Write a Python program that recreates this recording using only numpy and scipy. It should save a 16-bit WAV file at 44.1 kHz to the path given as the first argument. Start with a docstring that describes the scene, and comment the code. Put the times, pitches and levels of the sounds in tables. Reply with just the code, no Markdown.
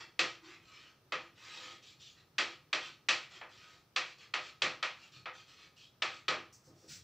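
"""Chalk on a classroom board

Chalk writes a short formula on a wall board in a small, bare classroom, over still air and faint hiss.
Taps excite a modal ring of board and room, plus airborne clicks; strokes are showers of tiny slips.
One curve judders as a slip train near the drum mode. The hand leans on the board late in the writing.
At the end the writer steps back: a shirt rustles and feet shuffle, both as filtered slip showers."""
import sys
import numpy as np
from scipy import signal
from scipy.fft import irfft
from scipy.io import wavfile
from scipy.ndimage import uniform_filter1d

SR = 44100
rng = np.random.default_rng(int(sys.argv[2]) if len(sys.argv) > 2 else 0)


def persist_wave(psi):
    """Save psi, clipped to +-1, as 16-bit WAV."""
    counts = np.round(np.clip(psi, -1, 1) * 32767).astype(np.int16)
    wavfile.write(sys.argv[1], SR, np.atleast_2d(counts).T)


N = 310419
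HZ = np.fft.rfftfreq(8192, 1 / SR)  # filter grid
T = np.arange(SR * 3 // 4) / SR  # time axis of one ring [s]


def amp(db):
    """Decibels to gain."""
    return 10 ** (np.asarray(db) / 20)


def unit(x):
    """Scales to an rms of one."""
    return x / np.sqrt(np.mean(x ** 2) + 1e-20)


def read(points, hz):
    """Interpolates a table on a log-frequency axis."""
    point_hz, value = np.transpose(points)
    return np.interp(np.log(hz + 1), np.log(point_hz), value)


def humps(modes, hz):
    """Summed lift in dB of a set of resonances."""
    return sum(lift_db / (1 + (2 * (hz - mode_hz) / width_hz) ** 2) for mode_hz, width_hz, lift_db in modes)


def below(corner_hz, order=6):
    """Weight of a shelf: one under the corner, falling to zero above."""
    return 1 / (1 + (HZ / corner_hz) ** order)


def colour(x, db):
    """Causal minimum-phase filter with the given gain at each frequency of HZ."""
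    log_gain = np.log(amp(np.r_[db, db[-2:0:-1]]))
    spectrum = np.exp(np.conj(signal.hilbert(log_gain)))
    impulse = np.fft.ifft(spectrum).real[:len(HZ)]
    return signal.fftconvolve(x, impulse)[:len(x)]


def add(mix, time_s, sound):
    """Mixes a sound in at the given time."""
    part = mix[max(round(time_s * SR), 0):][:len(sound)]
    part += sound[:len(part)]


# room air spectrum: (frequency [Hz], gain [dB])
AIR_COLOUR = [(25, -23.5), (60, -5.5), (130, 5.5), (220, -5.5), (340, -4.5), (700, -12), (1100, -14.5),
              (2000, -19.5), (4500, -23), (7500, -31), (9500, -30.5), (15300, -35)]
# hiss spectrum of each microphone: (frequency [Hz], gain [dB])
HISS_COLOUR = [(30, -3), (120, -2), (300, 1), (1000, -1.5), (3000, -4.5), (6000, -3.5), (8000, -20),
               (13000, -14.5), (15300, -5.5)]
AIR_DB, HISS_DB = -70, -74


def quiet():
    """Still air of the room, the same at both microphones, and their separate hiss."""
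    air = unit(colour(rng.standard_normal(N), read(AIR_COLOUR, HZ)))
    hiss = np.array([unit(colour(rng.standard_normal(N), read(HISS_COLOUR, HZ))) for _ in range(2)])
    return amp(AIR_DB) * air + amp(HISS_DB) * hiss


# modes of the board in its frame: (frequency [Hz], width [Hz], lift [dB])
BOARD_MODES = [(158.4, 30, 7), (253, 23, 2.5), (336.8, 17, 9.5), (511.7, 12, 11.5), (617, 16, 8.5),
               (730, 23, 3.5), (784, 26, 4.5), (1067, 74, 1.5), (1175, 7.2, 6.5), (1265.6, 9.8, 7.5),
               (1670, 17, -0.5), (1733, 20, 0.5), (1902, 23, 8), (2324, 22, 9.5), (2500, 120, 3),
               (2700, 29, -0.5), (2800, 22, -7), (3110, 17, -6), (3300, 9.6, 6), (3340, 54, 2.5),
               (4100, 100, 3.5), (4380, 34, -3.5), (4380, 99, 6.5)]
# decay of board and room: (frequency [Hz], t60 [s])
RING_T60 = [(100, 0.42), (260, 0.37), (700, 0.33), (1840, 0.34), (4850, 0.32), (10000, 0.28)]


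def ring(bloom_s=0.006, bloom_hz=600):
    """Dense ringing of board and room: the treble is there at once, the bass swells and lasts."""
    hz = np.fft.rfftfreq(len(T), 1 / SR)
    random_phase = np.exp(2j * np.pi * rng.random(len(hz)))
    waves = irfft(random_phase * amp(humps(BOARD_MODES, hz)), len(T))
    f, t, z = signal.stft(waves, SR, nperseg=256)
    fade = amp(-60 * t / read(RING_T60, f)[:, None])
    swell = 1 - np.exp(-t / bloom_s) / (1 + (f[:, None] / bloom_hz) ** 2)
    tail = signal.istft(z * fade * swell, SR, nperseg=256)[1][:len(T)]
    return tail / np.linalg.norm(tail)


def response(common, alike=0.34):
    """Ringing from one spot of the board: partly like every other spot, partly its own."""
    alike = np.clip(alike, 0, 1)
    return np.sqrt(alike) * common + np.sqrt(1 - alike) * ring()


# writing moves steadily towards the right edge of the frame
START_FROM_FRAME_M, WRITING_M_PER_S = 0.45, 0.056
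# drum mode: stronger further from the frame
DRUM_AT_FRAME_DB, DRUM_DB_PER_M = -4, 18.5
# knock mode: bellies and nodes along the line
KNOCK_SWING_DB, KNOCK_BELLY_M, KNOCK_SPACING_M = 2.5, 0.13, 0.24


def drum(time_s, drum_hz=335, drum_width_hz=110, knock_hz=1255, knock_width_hz=120):
    """Lift in dB of the board's two main modes at the spot where the chalk is."""
    from_frame_m = START_FROM_FRAME_M - WRITING_M_PER_S * time_s
    drum_db = DRUM_AT_FRAME_DB + DRUM_DB_PER_M * from_frame_m
    knock_db = KNOCK_SWING_DB * np.cos(2 * np.pi * (from_frame_m - KNOCK_BELLY_M) / KNOCK_SPACING_M)
    return humps([(drum_hz, drum_width_hz, drum_db), (knock_hz, knock_width_hz, knock_db)], HZ)


def streaks(x, depth_db):
    """A moving contact crosses nodes and bellies of the modes, so narrow bands come and go."""
    z = signal.stft(x, nperseg=512)[2]
    patches = uniform_filter1d(rng.standard_normal(z.shape), size=3, axis=0)
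    patches = uniform_filter1d(patches, size=7, axis=1)
    return signal.istft(z * amp(depth_db * unit(patches)), nperseg=512)[1][:len(x)]


# speed arch: symmetric at this length, earlier peak in a flick, later in a long line
EVEN_STROKE_S, LATE_PEAK_EXPONENT = 0.22, 0.41


def arch(n):
    """Speed of the movement over n samples: one rise and fall."""
    lateness = (n / SR / EVEN_STROKE_S) ** LATE_PEAK_EXPONENT
    return np.sin(np.pi * np.linspace(0, 1, n) ** lateness).clip(0) ** 0.7


# rubbing sustains the narrow core of the knock mode: (frequency [Hz], width [Hz], lift [dB])
SINGING_MODES = [(1261, 21, 5)]


def rub(common, rows, spectrum, body_hz, grains_per_s, spread_db, catch_db,
        on_board=False, catch_s=0.006, direct=0.67):
    """Sliding contact: a shower of tiny slips that follows the speed and catches unevenly."""
    out = np.zeros(N)
    for time_s, length_s, level_db, body_db in rows:
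        n = int(np.clip(length_s * SR, 3, len(T)))
        size = rng.exponential(1, len(T))
        sign = rng.choice([-1, 1], len(T))
        happens = rng.random(len(T)) < grains_per_s / SR
        grip = uniform_filter1d(rng.standard_normal(len(T)), max(round(catch_s * SR), 1))
        slip_db = spread_db * np.minimum(size, 4) + catch_db * unit(grip)
        slips = sign * amp(slip_db) * happens
        if on_board:
            slips = colour(streaks(slips, depth_db=3.0), drum(time_s) + humps(SINGING_MODES, HZ))
        speed = arch(n)
        path = response(common)
        path[0] += direct
        sound = signal.fftconvolve(slips[:n] * speed, path)
        sound = colour(sound, read(spectrum, HZ) + body_db * below(body_hz, order=10))
        sound /= np.linalg.norm(sound) + 1e-12
        add(out, time_s, amp(level_db) * np.linalg.norm(speed) * sound)
    return out


# chalk landings: (time [s], level before TAP_GAIN_DB [dB], thud: weight of the hand [dB], skid [0-1],
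# level of the drag that follows [dB])
TAPS = [(.191, -31, 4.5, 0.6, -59), (1.1209, -38.5, 3, 0.28, -67), (2.3819, -32.5, 3.5, 0.76, -55.5),
        (2.7282, -34, 1.5, 1, -47), (3.086, -29.5, -0.5, 0.85, -55), (3.4126, -51, -7, 0.6, -62),
        (3.9608, -34, -4, 0, -55), (4.3375, -36.5, -.5, 0, -52), (4.6188, -32.5, 8, 0, -71),
        (4.8266, -36.5, -5, 0, -67), (5.2565, -46, -6, 0.4, -56), (6.0202, -35, 3, 0.93, -54),
        (6.2812, -34, 9.5, 0.9, -72)]
DRAG_LAG_S, DRAG_S, DRAG_BODY_DB = 0.075, 0.1, -2.5


def drags():
    """After landing, the tip sets off on a short stroke."""
    return [(time_s + DRAG_LAG_S, DRAG_S, drag_db, DRAG_BODY_DB) for time_s, _, _, _, drag_db in TAPS]


# chalk already down: (time [s], length [s], level [dB], body: drive of the board under 2320 Hz [dB])
STROKES = [(0, 0.032, -45.5, 10), (0.419, 0.16, -54.5, 7), (0.601, 0.33, -57.5, 3), (1.341, 0.43, -49, 0.5),
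           (1.816, 0.12, -56.5, -10), (1.989, 0.14, -55, -16), (2.154, 0.076, -63.5, 1.5),
           (3.298, 0.1, -53, 4), (3.472, 0.33, -59, 1), (4.179, 0.097, -56, 2), (4.967, .13, -58, -2.5),
           (5.116, 0.083, -55.5, -4), (5.461, 0.099, -58.5, -1), (5.566, .12, -57.5, 2),
           (5.76, 0.099, -57, -11)]
# scrape spectrum: (frequency [Hz], gain [dB])
SCRAPE_COLOUR = [(60, -27), (220, -12.5), (350, -1), (620, -8.5), (820, -5), (1400, -0.5), (2000, 2.5),
                 (3200, 5.5), (5000, -0.5), (7500, -6.5), (9000, -31.5), (12000, -33.5), (15500, -28.5)]


def strokes(common):
    """Gritty chalk slips drive the board as the tip slides."""
    return rub(common, STROKES + drags(), SCRAPE_COLOUR, body_hz=2320, grains_per_s=3200,
               spread_db=3.0, catch_db=1.6, on_board=True)


def click(click_hz=3900, half_s=0.00026, crack_hz=9000, crack=1.0):
    """Snap of the tip through the air: barely two cycles, with a thin crack on top."""
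    t = np.arange(-24, 25) / SR
    wave = np.sin(2 * np.pi * click_hz * t) + crack * np.sin(2 * np.pi * crack_hz * t)
    wave *= np.exp(-(t / half_s) ** 2)
    return wave / np.linalg.norm(wave)


# tap spectrum: (frequency [Hz], gain [dB])
TAP_COLOUR = [(40, -45), (110, -15.5), (210, -19), (330, -8.5), (800, -2.5), (1500, 2), (2700, 4.5),
              (4200, -2.5), (6000, -7.5), (7600, -16.5), (9000, -37), (12000, -49), (15500, -45.5)]


def tap(common, time_s, thud_db, tilt_db_per_octave, skid, snap=0.3, echo=0.64, flight_s=0.0025,
        echo_s=0.00125, skid_s=0.0041, rise_s=0.00051, count=4):
    """Bending waves outrun the snap in the air; a slanting tip skids and splits the snap into several."""
    blow = response(common) * (1 - np.exp(-T / rise_s))
    skid = np.clip(skid, 0, 1)
    add(blow, flight_s, snap * (1 - skid / 2) * click())
    add(blow, flight_s + echo_s, snap * echo * (1 - skid) * click())
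    jitters, signs = rng.random(count), rng.choice([-1, 1], count)
    for k, (jitter, sign) in enumerate(zip(jitters, signs)):
        add(blow, flight_s + skid_s * (k + jitter) / count, snap * skid * sign * click() / 2)
    octaves = np.log2(1 + (np.minimum(HZ, 8000) / 1500) ** 2) / 2  # a soft blow loses treble
    gain_db = read(TAP_COLOUR, HZ) + drum(time_s) + thud_db * below(490) + tilt_db_per_octave * octaves
    return unit(colour(blow, gain_db))


TAP_GAIN_DB = -9.5
# brightness: flat at FIRM_DB; tilt in dB per octave for each dB of level
FIRM_DB, TILT_PER_DB, MAX_TILT_DB_PER_OCTAVE = -34.5, 0.82, 2.64
# dull push of the hand's weight; its level follows the thud
PUSH_LAG_S, PUSH_DB, PUSH_DB_PER_THUD_DB = 0.029, -21, 1.43
PUSH_THUD_DB, PUSH_TILT_DB_PER_OCTAVE = 7.5, -10


def taps(common):
    """Every landing: the tip strikes, brighter when harder, and the hand's weight follows."""
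    out = np.zeros(N)
    for time_s, level_db, thud_db, skid, _ in TAPS:
        tilt = min(TILT_PER_DB * (level_db - FIRM_DB), MAX_TILT_DB_PER_OCTAVE)
        strike_db = level_db + TAP_GAIN_DB
        add(out, time_s, amp(strike_db) * tap(common, time_s, thud_db, tilt, skid))
        push = tap(common, time_s, PUSH_THUD_DB, PUSH_TILT_DB_PER_OCTAVE, skid)
        push_db = strike_db + PUSH_DB + PUSH_DB_PER_THUD_DB * thud_db
        add(out, time_s + PUSH_LAG_S, amp(push_db) * push)
    return out


# juddering curve: (time [s], length [s], pitch [Hz], level [dB])
JUDDER = (0.38, .1, 332.5, -60.5)


def judder(common, unevenness=0.16, width_hz=120, lift_db=40, dull_db=40):
    """The chalk sticks and slips unevenly, nearly in step with the board, which drones briefly."""
    time_s, length_s, pitch_hz, level_db = JUDDER
    out = np.zeros(N)
    speed = arch(round(length_s * SR))
    wander = unit(uniform_filter1d(rng.standard_normal(len(T)), size=300))[:len(speed)]
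    turns = np.cumsum(pitch_hz * (1 + unevenness * wander)) / SR
    slips = np.diff(np.floor(turns), prepend=0) * speed  # one slip per turn
    gain_db = humps([(pitch_hz, width_hz, lift_db)], HZ) + dull_db * below(2 * pitch_hz)
    sound = colour(signal.fftconvolve(slips, common), gain_db)
    sound /= np.linalg.norm(sound)
    add(out, time_s, amp(level_db) * np.linalg.norm(speed) * sound)
    return out


# hand leaning on the board, then feet and body shifting:
# (time [s], length [s], level [dB], body under 250 Hz [dB])
LEANS_AND_SHUFFLES = [(4.952, 0.04, -68, 32), (5.122, 0.093, -62, 25), (6.655, 0.1, -59.5, -2.5),
                      (6.822, 0.058, -60, -7), (6.88, 0.053, -57, 22), (6.94, 0.22, -60.5, 20)]
# spectrum of both: (frequency [Hz], gain [dB])
SHUFFLE_COLOUR = [(30, -36), (90, 4), (150, 1), (230, -3), (350, -3), (620, -8.5), (900, -17.5),
                  (1400, -18.5), (3000, -48)]


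def leans_and_shuffles(common):
    """Hand, feet and body shift as sparse, low-pitched slips."""
    return rub(common, LEANS_AND_SHUFFLES, SHUFFLE_COLOUR, body_hz=250, grains_per_s=1500,
               spread_db=2, catch_db=2)


# shirt cloth sliding: (time [s], length [s], level [dB], body under 3840 Hz [dB])
RUSTLES = [(6.526, 0.037, -56.5, -38), (6.637, 0.068, -66, -4.5), (6.733, 0.19, -67.5, 8.5),
           (6.877, 0.11, -49.5, 11)]
# cloth spectrum: (frequency [Hz], gain [dB])
CLOTH_COLOUR = [(200, -29), (900, -40.5), (1300, -16.5), (3000, -11.5), (5500, 6.5), (7500, 0.5),
                (9500, -15.5), (13000, -22.5), (15300, -9)]


def shirt(common):
    """Cloth slides as a dense shower of fine slips."""
    return rub(common, RUSTLES, CLOTH_COLOUR, body_hz=3840, grains_per_s=9800, spread_db=1.5, catch_db=-1.0)


def scene():
    """Chalk, writer's movements and quiet, sharing one common ring."""
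    common = ring()
    chalk = strokes(common) + taps(common) + judder(common)
    writer = leans_and_shuffles(common) + shirt(common)
    return quiet() + chalk + writer


# microphone housing: (frequency [Hz], width [Hz], lift [dB])
HOUSING_MODES = [(1248.4, 100, 7.5), (6590, 110, -19)]
EDGE_HZ = 15600


def record(dry):
    """Resonances of the microphone housing, then the band limit."""
    heard = np.array([colour(channel, humps(HOUSING_MODES, HZ)) for channel in dry])
    low_pass = signal.firwin(511, EDGE_HZ, window=("kaiser", 9), fs=SR)
    return signal.oaconvolve(heard, low_pass[None], "same")


dry = scene()
out = record(dry)
persist_wave(out)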